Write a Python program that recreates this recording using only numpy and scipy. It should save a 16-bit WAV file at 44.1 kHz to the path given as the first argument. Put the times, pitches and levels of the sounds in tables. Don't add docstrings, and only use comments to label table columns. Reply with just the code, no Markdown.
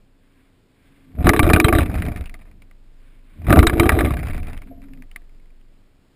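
import sys
import numpy as np
from scipy import signal
from scipy.fft import rfft, irfft
from scipy.io import wavfile
from scipy.ndimage import uniform_filter1d

SR = 44100
rng = np.random.default_rng(int(sys.argv[2]) if len(sys.argv) > 2 else 0)


def undo_db(level):
    steps = np.asarray(level, float) / 20
    return 10 ** steps


def persist_wave(psi):
    counts = np.round(np.clip(psi, -1, 1) * 32767).astype(np.int16)
    wavfile.write(sys.argv[1], SR, np.atleast_2d(counts).T)


N = 271215

# [t/s, level/dB]
SHAKE = [
    [(1.11, -62), (1.165, -32.5), (1.268, -12.5), (1.346, -17), (1.53, -14.5), (2.068, -26), (2.224, -31.5),
     (2.244, -42), (2.8, -65)],
    [(3.33, -59), (3.44, -33), (3.512, -9.5), (3.542, -14.5), (3.572, -4.5), (3.714, -20), (3.852, -14.5),
     (4.546, -36.5), (4.596, -44.5), (5.15, -66.5)],
]
# [t/s, f/Hz, level/dB]
SWAY = [
    [(0.0, 24, -52), (0.044, 24, -54), (0.418, 23.46, -59.5), (0.778, 23.5, -68), (0.87, 23.1, -57.5),
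     (1.1, 23.34, -57)],
    [(2.0, 20.67, -42), (2.276, 20.94, -31.5), (2.486, 27, -47.5), (2.728, 23.93, -46), (2.95, 22.48, -43),
     (3.4, 28.4, -46.5)],
    [(4.3, 21.51, -24), (4.592, 22.32, -33), (4.686, 22.3, -45), (4.944, 22.37, -38), (5.654, 21.99, -45),
     (6.15, 21.94, -64)],
]
# [f/Hz, width/Hz, level/dB]
PLANKS = [(44, 4, -7.5), (64.5, 13, 8), (84, 26, 5), (116, 25, -3.5), (183, 81, -7)]
# [f/Hz, width/Hz, level/dB]
HOUSING_LOW = [(248, 24, -5.5), (307.9, 4.8, 2), (333.4, 12, -1.5), (435, 26, -5), (625, 56, -16),
               (718.4, 8.2, -7.5)]
# [f/Hz, width/Hz, level/dB]
HOUSING_HIGH = [(1166.5, 35, 15.5), (1240, 47, 11.5), (1480, 770, -21), (2380, 73, -12), (3770, 980, 5)]
SEATED_DAMP_DB = [-4, -7, -41, -14.5, 1.5, 2.5]
# [f/Hz, level/dB per Hz]
CLACK_SPECTRUM = [(240, -33), (400, 1.5), (1050, -2.5), (1770, -3.5), (2400, -2.5), (2620, -7.5),
                  (3110, -11), (4160, -19), (4760, -7.5), (5900, -17), (7670, -59), (13000, -120)]
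# [f/Hz, level/dB per Hz]
NIGHT_SPECTRUM = [(29, -36), (50, -3.5), (70, -8.5), (103, -4), (138, -10.5), (273, -12), (449, -17.5),
                  (725, -22.5), (802, -25.5), (2500, -29.5), (5130, -34), (5900, -42), (7670, -76.5),
                  (13000, -120)]
# [f/Hz, width/Hz, level/dB]
ROCKING = [(90, 1.4, -6), (159, 12, -12.5), (207, 2.1, -8), (266.4, 13, -6)]
# [f/Hz, width/Hz, level/dB]
BUZZ_MODES = [(1070, 200, -4.5), (1570, 210, -1.5), (2230, 420, -1.5), (3600, 820, -10.5)]
# [t/s, peak level/dB, thin ring level/dB re peak]
LATCH = [(1.291, -37.5, -10), (1.363, -24, -11.5), (1.4269, -20.5, -16.5), (1.532, -13.5, -29),
         (1.5997, -50, -7), (1.642, -12.5, -7), (1.6823, -49, -12), (1.75, -22.5, -19), (1.781, -20.5, -19),
         (1.809, -33, -7), (2.022, -46, -6), (3.588, -19, -27), (3.629, -33.5, -6.5), (3.6686, -6, -26.5),
         (3.7965, -17, -12.5), (3.8303, -26.5, -2.5), (3.919, -33.5, -28.5), (3.988, -26, -16),
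         (4.007, -43.5, -6), (4.0491, -50, 10)]
# [start t/s, length t/s]
HOPPING = [
    (1.231, 0.604),
    (3.47, 0.626),
]
# [t/s, peak level/dB, clack f/Hz, ring after take-off level/dB, push of the plank level/dB]
HOPS_FIRST = [(1.1861, -41, 1540, -28.5, -17), (1.2061, -34, 1387, -23, -20.5),
              (1.2433, -27.5, 1465, -17, -14), (1.2575, -21, 1500, -18.5, -6.5),
              (1.2685, -5.5, 1419, -7.5, -12.5), (1.2916, 1, 1842, -14.5, -14.5),
              (1.3341, -7, 1464, -11, -29), (1.3627, -9.5, 1611, -27, -18.5), (1.3928, -2, 2380, -9, -28),
              (1.4306, -9.5, 1410, -23, -9), (1.4415, -17.5, 1860, -14, -7.5),
              (1.4559, -23, 1505, -18, -35), (1.4665, -15, 1195, -9, -17),
              (1.4905, -13.5, 2367, -13, -12.5), (1.4995, -6, 1570, -5.5, -9),
              (1.5331, -1.5, 2510, -27.5, -2), (1.5415, -9.5, 2297, -16, -20),
              (1.5612, -6.5, 1440, -12, -12.5), (1.5995, -1, 2410, -13.5, -16.5),
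              (1.6443, -6, 1480, -15.5, -3.5), (1.6831, -8, 2460, -12, -15), (1.726, -7.5, 1600, -9, -48),
              (1.751, -11.5, 1400, -11, -10), (1.7853, -8, 1380, -12.5, -10), (1.8057, -16, 2600, -27, -24),
              (1.8165, -24, 2470, -19, -32), (1.8255, -25, 1500, -25, -25)]
HOPS_SECOND = [(3.468, -27.5, 2518, -31, -21), (3.484, -24, 1542, -12.5, -8),
               (3.4965, -16.5, 1304, -16.5, -15), (3.5040, -7.5, 1630, -6, -4.5),
               (3.5264, -3.5, 1470, -4.5, -12.5), (3.5588, -10.5, 1390, -10.5, -16.5),
               (3.5707, -14.5, 1340, -2, -6.5), (3.5897, -4.5, 2330, -11, -3),
               (3.6277, -7, 1347, -10.5, -5), (3.6683, -1, 1545, -23.5, -16),
               (3.696, -11.5, 1680, -21, -17), (3.7303, -22, 1520, -18, -11.5),
               (3.7700, -40.5, 1600, -18, -21), (3.7969, -1, 2100, -9, -14),
               (3.8322, -12, 1500, -14.5, -10.5), (3.8567, -16, 1550, -8.5, -15.5),
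               (3.8918, -1.5, 1862, -18.5, -29), (3.919, -15.5, 1425, -12.5, -27),
               (3.9295, -25, 1500, -26.5, -23), (3.9420, -40, 1490, -14, -18.5),
               (3.9663, -28, 1350, -11.5, -19), (3.9883, -9.5, 1920, -19.5, -30),
               (4.0073, -10, 1810, -12.5, -18), (4.029, -26, 1300, -31, -35), (4.0465, -21, 2180, -18, -25),
               (4.059, -18, 2190, -18, -22), (4.071, -27, 2080, -16.5, -20), (4.1061, -21, 1150, -24, -12)]
# [free ring f/Hz, swing of the plank f/Hz]
GRIPS = [(291.5, 72), (249, 80), (299, 150), (371, 180), (337, 79), (324.2, 140), (336, 80), (349, 80),
         (329.3, 70), (286, 45), (298, 63), (293, 80), (329, 110), (252, 170), (436, 60), (312, 200),
         (314, 135), (338, 70), (336, 75), (340, 110), (341.6, 67), (262.5, 48), (324, 75), (322, 110),
         (410, 124), (285, 160), (310, 60), (297, 160), (238, 102), (329.6, 109), (340.3, 120), (285.6, 75),
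         (226, 75), (316.5, 135), (327, 79), (333.3, 75), (346, 38), (308.4, 132), (310, 72), (340, 60),
         (333, 110), (342, 96), (354, 66), (356, 85), (249, 110), (346, 100), (351, 87), (330, 50),
         (272, 110), (302, 62), (284, 65), (296, 150), (245, 99), (301, 83), (283, 110)]
# [t/s, peak level/dB, clack f/Hz, weight of the touch level/dB]
TICKS_FIRST = [(1.1182, -52, 1645, -59), (1.152, -53, 1400, -52), (1.8581, -35, 1490, -21),
               (1.8978, -32, 2220, -22), (1.9145, -36, 1670, -25), (1.9419, -28.5, 2430, -17.5),
               (1.9526, -26.5, 1630, -15.5), (1.9574, -26, 1770, -22), (1.9765, -52, 1710, -50),
               (1.989, -35, 2330, -38), (2.0003, -32, 2220, -51), (2.0209, -18, 1950, -46),
               (2.0518, -30, 2380, -44), (2.0638, -28, 2060, -21), (2.0831, -28.5, 1920, -19.5),
               (2.1185, -32, 2360, -23.5), (2.1607, -30.5, 2020, -49), (2.172, -32, 1960, -53),
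               (2.2093, -32.5, 2070, -60), (2.2394, -41, 1400, -60), (2.2578, -32, 2680, -52),
               (2.2948, -34, 2240, -68), (2.3412, -30.5, 2180, -37.5), (2.391, -51, 2150, -68),
               (2.4105, -65, 2160, -68), (2.4528, -66, 1860, -63), (2.4674, -64, 1600, -66),
               (2.5132, -47, 2375, -77), (2.6196, -42, 2380, -63), (2.7114, -43, 2040, -56)]
TICKS_SECOND = [(3.4183, -44.5, 2380, -33), (3.4447, -43, 2350, -53), (4.1175, -46, 2420, -23),
                (4.1375, -28, 2380, -16.5), (4.169, -25, 1630, -28), (4.1907, -28.5, 2320, -38),
                (4.1971, -30, 2190, -28), (4.2283, -37, 2570, -55), (4.2505, -39, 2340, -53),
                (4.2692, -29, 1520, -48), (4.2845, -30, 2530, -25.5), (4.2989, -28, 1810, -40),
                (4.3329, -32, 2150, -43), (4.346, -37, 1820, -27), (4.364, -37, 2600, -50),
                (4.3784, -28.5, 1880, -22.5), (4.4295, -35, 2520, -48), (4.4475, -44, 2260, -43),
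                (4.4695, -34.5, 2370, -42), (4.4814, -40, 2417, -25.5), (4.4979, -38, 1790, -33),
                (4.5312, -33.5, 2680, -33), (4.5603, -57, 2200, -55), (4.576, -33, 3030, -58.5),
                (4.6185, -36, 2120, -63), (4.6713, -51.5, 2040, -50), (4.818, -45.5, 1802, -65),
                (4.839, -50, 2050, -67), (4.8844, -51, 1876, -62), (4.9347, -38.5, 2600, -53),
                (4.9736, -50, 2194, -60), (5.0223, -35, 2016, -54), (5.1136, -39.5, 3010, -70),
                (5.1602, -22, 1985, -43), (5.218, -55, 1910, -70.5), (5.294, -52.5, 2050, -70),
                (5.347, -55.5, 1796, -70), (5.398, -56.5, 2296, -70), (5.457, -54.5, 2100, -70),
                (5.503, -56, 2400, -70), (5.612, -54, 3210, -70)]
# [start t/s, length t/s, share of the rattle kept]
GRATING = [
    (1.432, .07, .6),
    (1.73, .1, 1),
    (3.49, .12, 0.96),
    (4.5, 0.11, 0.31),
    (1.8, .03, 0.91),
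    (7.1, .06, 0.61),
]
# [start t/s, length t/s, level/dB]
LOOSE_PLANK = [
    (2.02, 0.066, 6),
    (2.1, .12, 4),
    (2.5, 0.13, 7),
]
# [start t/s, length t/s, level/dB]
ROCKS = [
    (.2, 0.27, -67),
    (.93, .12, -61),
    (1.12, 0.049, -53.5),
    (2.25, 0.047, -69),
    (3.2, 0.1, -66),
    (4.68, 0.34, -49.5),
]
# [start t/s, length t/s, level/dB]
BUZZES = [
    (.36, 0.053, -67),
    (.85, 0.22, -66.5),
    (3.08, 0.06, -66),
    (3.35, 0.096, -63.5),
    (4.6, 0.048, -69),
    (4.83, 0.039, -84),
    (5.3, 0.46, -79),
]


def knocks(rows):
    grits = rng.standard_normal((len(rows), 1764))
    chances = rng.random((len(rows), 16))
    contact, push, low_ring, high_ring = np.zeros((4, N))
    gaps = np.diff(rows[:, 0], append=N / SR)
    for row, grit, chance, gap in zip(rows, grits, chances, gaps):
        s, peak_db, hz, thump_db, ring_db, edge_db, seated, ring_hz, swing_hz = row
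        long, _, side, late, shift = chance[:5]
        strength = chance[5:] - .5
        tune = 1 + .05 * (2 * shift - 1)
        i = round(s * SR) - 12

        burst, edge = clack(grit, peak_db, hz, edge_db, seated, long, late)
        contact[i:i + len(burst)] += burst + edge

        upper = upper_ring(burst, (peak_db + ring_db) / 2, seated, tune, gap, strength[6:])
        high_ring[i:i + len(upper)] += upper

        lower = lower_ring(ring_db + 6 * strength[:6], ring_hz, seated, tune, gap)
        low_ring[i:i + len(lower)] += lower

        if seated:
            dip = tick_dip(thump_db, late)
            push[i - len(dip) // 2:i + len(dip) // 2] -= dip
        else:
            swing = np.sign(side - .75) * plank_swing(thump_db, swing_hz, gap)
            push[i:i + len(swing)] += swing
    return contact + push + undo_db(41.0) * low_ring + undo_db(-9.5) * below(high_ring, 4100, order=8)


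def clack(grit, peak_db, hz, edge_db, seated, long, late):
    t = np.arange(len(grit)) / SR
    decay_s = 0.0028 * 1.057 * (1 + long / 2) * (1 - 0.28 * seated)
    rebound = 0.098 * late * np.exp(-((t - .006 - 0.0096 * late) / 0.0052) ** 2)
    fade = np.exp(-t / decay_s) + 0.24 * np.exp(-t / 0.0032) + rebound + 0.034 * np.exp(-t / 0.01)
    raw = grit * (1 - np.exp(-t / 0.00015)) * fade

    burst = between(colour(raw, CLACK_SPECTRUM), [600, 4100], order=7)
    if seated:
        burst = signal.sosfilt(signal.butter(2, 1350, "high", fs=SR, output="sos"), burst)
    burst = rms_one(burst) + .9 * rms_one(resonate(burst, hz, width=350))
    burst = undo_db(peak_db) * burst / np.abs(burst).max()

    wide = peak_db > -7 or seated
    edge = between(raw * np.exp(-t / .004), [4150, 6300] if wide else [4650, 5550], order=4)
    return burst, undo_db(edge_db + 9.0) * edge / np.abs(edge).max()


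def upper_ring(burst, pluck_db, seated, tune, gap_s, strength):
    scrape = np.pad(burst, (0, 2 * len(burst)))
    t = np.arange(len(scrape)) / SR
    rings = sum(body(scrape, [(hz * tune, width, db + 10.0 * x - 14 * seated)])
                for (hz, width, db), x in zip(HOUSING_HIGH[2:], strength[2:]))
    pair = sum(body(1. * (t == 0), [(hz * (1 + tune) / 2, width, db + 8.0 * x)])
               for (hz, width, db), x in zip(HOUSING_HIGH[:2], strength[:2]))
    let_go = 1 / (1 + np.exp((.009 / 2 - t) / 0.0024))
    rings = rings + undo_db(pluck_db + 10.5 - 7.5 * seated + 18.5) * pair * let_go
    return rings * stopped(t, gap_s)


def lower_ring(levels_db, ring_hz, seated, tune, gap_s):
    octaves = np.log2(ring_hz / np.array(HOUSING_LOW)[:4, 0])
    if seated:
        levels_db = levels_db + np.array(SEATED_DAMP_DB)
    else:
        levels_db = levels_db + np.pad(-28.5 * np.abs(octaves), (0, 2)) + 3.5
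        tune = 2 ** octaves[np.abs(octaves).argmin()]
    held_s = .009 * (1 - seated)

    t = np.arange(SR // 10) / SR
    blow = below(1. * (t == 0), 660)
    modes = [undo_db(db) * body(blow, [(hz * tune, width, own_db)])
             for db, (hz, width, own_db) in zip(levels_db, HOUSING_LOW)]
    let_go = 1 / (1 + np.exp((held_s - t) / 0.0024))
    return (let_go * sum(modes[:4]) + undo_db(-4) * sum(modes[4:])) * stopped(t, gap_s)


def plank_swing(thump_db, swing_hz, gap_s):
    t, lag_s = np.arange(1764) / SR, 0.0027
    turn = np.clip((t - lag_s) * swing_hz, 0, 1)
    swing = np.sin(2 * np.pi * turn) * np.exp(-t / 0.026) * stopped(t, gap_s + 2 * lag_s)
    return undo_db(thump_db - 3.0) * swing


def tick_dip(thump_db, late):
    t = np.arange(1764) / SR
    cusp = np.exp(-np.abs(t - .02) / 0.0048)
    lift = np.exp(-((t - .02) / 0.009) ** 2)
    cusp = cusp - lift * cusp.sum() / lift.sum()
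    return undo_db(thump_db + 7 + 6 * (late + 0.5)) * cusp


def stopped(t, gap_s):
    return np.exp(-np.maximum(t - gap_s, 0) / 0.0019)


def landings(shake_db):
    s, peak, hz, ring, thump = np.transpose(list(HOPS_FIRST) + list(HOPS_SECOND))
    edge = peak + np.maximum(-21 + 3.7 * peak, -36.5)
    hops = [s, peak, hz, thump + 4.5, ring + 16, edge, 0 * s, *np.transpose(GRIPS)]

    s, peak, hz, weight = np.transpose(list(TICKS_FIRST) + list(TICKS_SECOND))
    thump = shake_db[(s * SR).astype(int)] + 3.5
    edge = np.minimum(peak - 23, -53.5)
    one = np.ones(len(s))
    ticks = [s, peak, hz, thump, weight + 12, edge, one, one, one]
    rows = np.hstack([hops, ticks]).T
    return rows[np.argsort(rows[:, 0])]


def rattle(level_db, seated):
    together_db = (4.5 * drift(70) + 2.5 * drift(20)) * (1 - .5 * seated)
    chatter = colour(grains(per_s=3300, spread_db=4.0) * undo_db(together_db), CLACK_SPECTRUM)
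    shell = below(chatter, 4050, order=16)
    parts = sum(body(shell * undo_db(6 * drift(40)), [mode]) for mode in HOUSING_HIGH[2:])
    shell = shell + undo_db(5.0) * parts
    shell = shell - .5 * part_of(shell, [2750, 3550], "band", order=3)
    shell = shell - .65 * seated * part_of(shell, 2700, "high", order=6)
    return undo_db(level_db - 5.5) * rms_one(shell + undo_db(-9.5) * between(chatter, [4750, 5450], order=4))


def hum(level_db, seated):
    blows = below(grains(per_s=110, spread_db=1.5), 540, order=4)
    ring = 0
    for k, (mode, damp_db) in enumerate(zip(HOUSING_LOW, SEATED_DAMP_DB)):
        ring = ring + (-1) ** k * undo_db(damp_db * seated) * body(blows, [mode])
    return undo_db(level_db + 2.0) * ring / np.std(body(blows, HOUSING_LOW))


def latch():
    t = np.arange(600) / SR
    scratch, pluck = np.zeros((2, N))
    for s, peak_db, ring_db in LATCH:
        grit = rng.standard_normal(len(t)) * t * np.exp(-t / 0.0013)
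        burst = resonate(resonate(grit, 3900, 300), 3850, 420)
        i = round(s * SR)
        scratch[i:i + len(t)] += undo_db(peak_db) * burst / np.abs(burst).max()
        pluck[i + 200] += undo_db(peak_db + ring_db + 49.5)
    return below(scratch, 4080, order=12) + resonate(resonate(pluck, 3150, 33), 2600, 870)


def boom(level_db):
    blows = below(grains(per_s=110, spread_db=-0.5), 370)
    return undo_db(level_db + 3.5) * rms_one(body(blows, PLANKS))


def slip():
    squeak = body(rng.standard_normal(N), [(688, 7.4, 4.5), (610, 42, -10.0), (476, 12, -2.0)])
    return undo_db(swells([(4.715, 0, -46.5)], rise=2500, fall=206)) * rms_one(below(squeak, 890))


def resting():
    tone_db = np.maximum(-73, swells(ROCKS, rise=101, fall=300.5))
    buzz_db = np.maximum(-81.5, swells(BUZZES, rise=60, fall=59.5))
    tone = rms_one(body(below(rng.standard_normal(N), 550), ROCKING))
    steady = np.sqrt(2) * np.sin(2 * np.pi * np.cumsum(ROCKING[-1][0] + 10 * drift(9)) / SR)
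    tone = tone + 0.87 * undo_db(np.minimum(tone_db + 56.5, 0) / 2) * steady
    buzz = rms_one(body(below(rng.standard_normal(N), 5900, order=6), BUZZ_MODES))
    throb_db = np.sin(bounce()[0] + 3.9)
    return undo_db(tone_db + 2.5) * tone + undo_db(buzz_db + 1.0 * drift(35) + throb_db) * buzz


def heave(shake_db):
    hz, width_hz = 32.8, 12
    sag = resonate(resonate(rng.standard_normal(N), hz, width_hz), hz, 2 * width_hz)
    return undo_db(-30.5 + 0.66 * (np.minimum(shake_db, -16) + 20.5)) * rms_one(sag)


def sway():
    phase, level_db = bounce()
    wave = np.sin(phase) + 0.033 * np.sin(2 * phase) + 0.036 * np.sin(4 * phase)
    return np.sqrt(2) * undo_db(level_db) * wave


def bounce():
    hz, level_db = in_time(SWAY)
    phase = 2 * np.pi * np.cumsum(hz) / SR
    return phase - phase[round(5.16 * SR)] - np.pi / 2, level_db


def night():
    return undo_db(-59.5 + 0.78 * drift(2.2)) * rms_one(colour(rng.standard_normal(N), NIGHT_SPECTRUM))


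def rms_one(x):
    return x / np.sqrt(np.mean(x ** 2) + 1e-20)


def in_time(spans):
    rows = []
    for span in spans:
        first, last = span[0], span[-1]
        rows += [(first[0] - .05, *first[1:-1], -90), *span, (last[0] + .05, *last[1:-1], -90)]
    s, *columns = np.transpose(rows)
    return [np.interp(np.arange(N) / SR, s, c) for c in columns]


def swells(rows, rise, fall):
    t = np.arange(N) / SR
    levels = [db - rise * np.maximum(s - t, 0) - fall * np.maximum(t - s - hold, 0)
              for s, hold, db in rows]
    return np.max(levels, axis=0)


def drift(rate):
    r = np.exp(-2 * np.pi * rate / SR)
    return rms_one(signal.lfilter([1], [1, -2 * r, r * r], rng.standard_normal(N + SR))[SR:])


def grains(per_s, spread_db):
    sizes = undo_db(spread_db * np.minimum(rng.exponential(1, N), 4)) * rng.choice([-1, 1], N)
    return sizes * (rng.random(N) < per_s / SR)


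def resonate(x, hz, width):
    r = np.exp(-np.pi * width / SR)
    feedback = [1, -2 * r * np.cos(2 * np.pi * hz / SR), r * r]
    return signal.lfilter([(1 - r * r) / 2, 0, (r * r - 1) / 2], feedback, x)


def body(x, modes):
    return sum((-1) ** k * undo_db(db) * resonate(x + 1e-18, hz, width)
               for k, (hz, width, db) in enumerate(modes))


def colour(x, spectrum):
    hz = np.maximum(np.arange(2049) * SR / 4096, 1)
    table_hz, table_db = np.transpose(spectrum)
    log_gain = np.interp(np.log(hz), np.log(table_hz), table_db) * np.log(10) / 20
    cepstrum = irfft(log_gain)
    cepstrum[1:2048] *= 2
    cepstrum[2049:] = 0
    return signal.fftconvolve(x, irfft(np.exp(rfft(cepstrum))))[:len(x)]


def below(x, hz, order=2):
    return signal.sosfilt(signal.butter(order, hz, fs=SR, output="sos"), x)


def between(x, band_hz, order):
    return signal.sosfilt(signal.butter(order, band_hz, "band", fs=SR, output="sos"), x)


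def part_of(x, hz, kind, order):
    return signal.sosfiltfilt(signal.butter(order, hz, kind, fs=SR, output="sos"), x)


def scene():
    t = np.arange(N) / SR
    shake_db = in_time(SHAKE)[0]
    rows = landings(shake_db)
    lift_db = swells([(s, hold, 0) for s, hold in HOPPING], rise=284.5, fall=252.5)
    seated = np.clip(lift_db / -3.5, 0, 1)
    arrived_db = swells([(s, 2, 0) for s, hold in HOPPING], rise=284.5, fall=252.5)
    arrived_db = np.maximum(arrived_db, -14)

    last_s = rows[np.searchsorted(rows[1:, 0], t), 0]
    since_s = np.maximum(t - last_s - .009 * (1 - seated / 2), 0)
    air_db = np.maximum(-600 * since_s, -24)
    lose_db = np.maximum(-1497 * since_s, -24)
    skid = sum(np.clip(kept, 0, 1) * (t > s) * (t < s + hold) for s, hold, kept in GRATING)
    air_db = air_db * (1 - skid)

    hum_db = -24.5 + 0.88 * np.minimum(shake_db + 20, 0) - 4 * seated
    touching = uniform_filter1d(1. 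* (since_s == 0), size=130)
    hum_db = hum_db - 14 * touching * (1 - seated)

    rattle_db = -31 + 0.71 * np.minimum(shake_db + 23.5, 0) + np.maximum(lift_db, -2) + arrived_db
    rattle_db = rattle_db + (uniform_filter1d(air_db, size=90) + 2.0) * (1 - .1 * seated)

    felt_db = shake_db + uniform_filter1d(lose_db, size=150) * (1 - seated)
    felt_db = felt_db - 5.5 * seated * (arrived_db == 0)
    felt_db = felt_db + np.maximum(swells(LOOSE_PLANK, rise=500, fall=200), 0)

    shaken = boom(felt_db) + hum(hum_db, seated) + rattle(rattle_db, seated) + knocks(rows) + latch()
    shaken = shaken - .75 * (1 - seated) * part_of(shaken, [4230, 4620], "band", order=3)

    late_shake_db = np.roll(shake_db, round(.04 * SR))
    load_db = np.maximum(late_shake_db, bounce()[1] - 18.5)
    return (shaken + resting() + slip() + sway() + night() + heave(load_db))[None]


def top_cut(x):
    return signal.sosfilt(signal.butter(12, 16500, fs=SR, output="sos"), x)


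def record(dry):
    hot = 1.03 * np.tanh((np.abs(dry) / 1.03) ** 3) ** (1 / 3) * np.sign(dry)
    slow = signal.resample_poly(hot, up=40, down=147, axis=1)
    held = np.repeat(slow, repeats=4, axis=1)
    out = signal.resample_poly(held, up=147, down=160, axis=1)[:, :N]
    out = np.pad(out, ((0, 0), (0, N - out.shape[1])))
    out = signal.sosfilt(signal.cheby2(14, 26, 15600, fs=SR, output="sos"), out)
    out = np.clip(out, -1, 1)
    out = signal.sosfilt(signal.cheby2(10, 50, 16500, fs=SR, output="sos"), out)
    return top_cut(out)


dry = scene()
out = record(dry)
persist_wave(out)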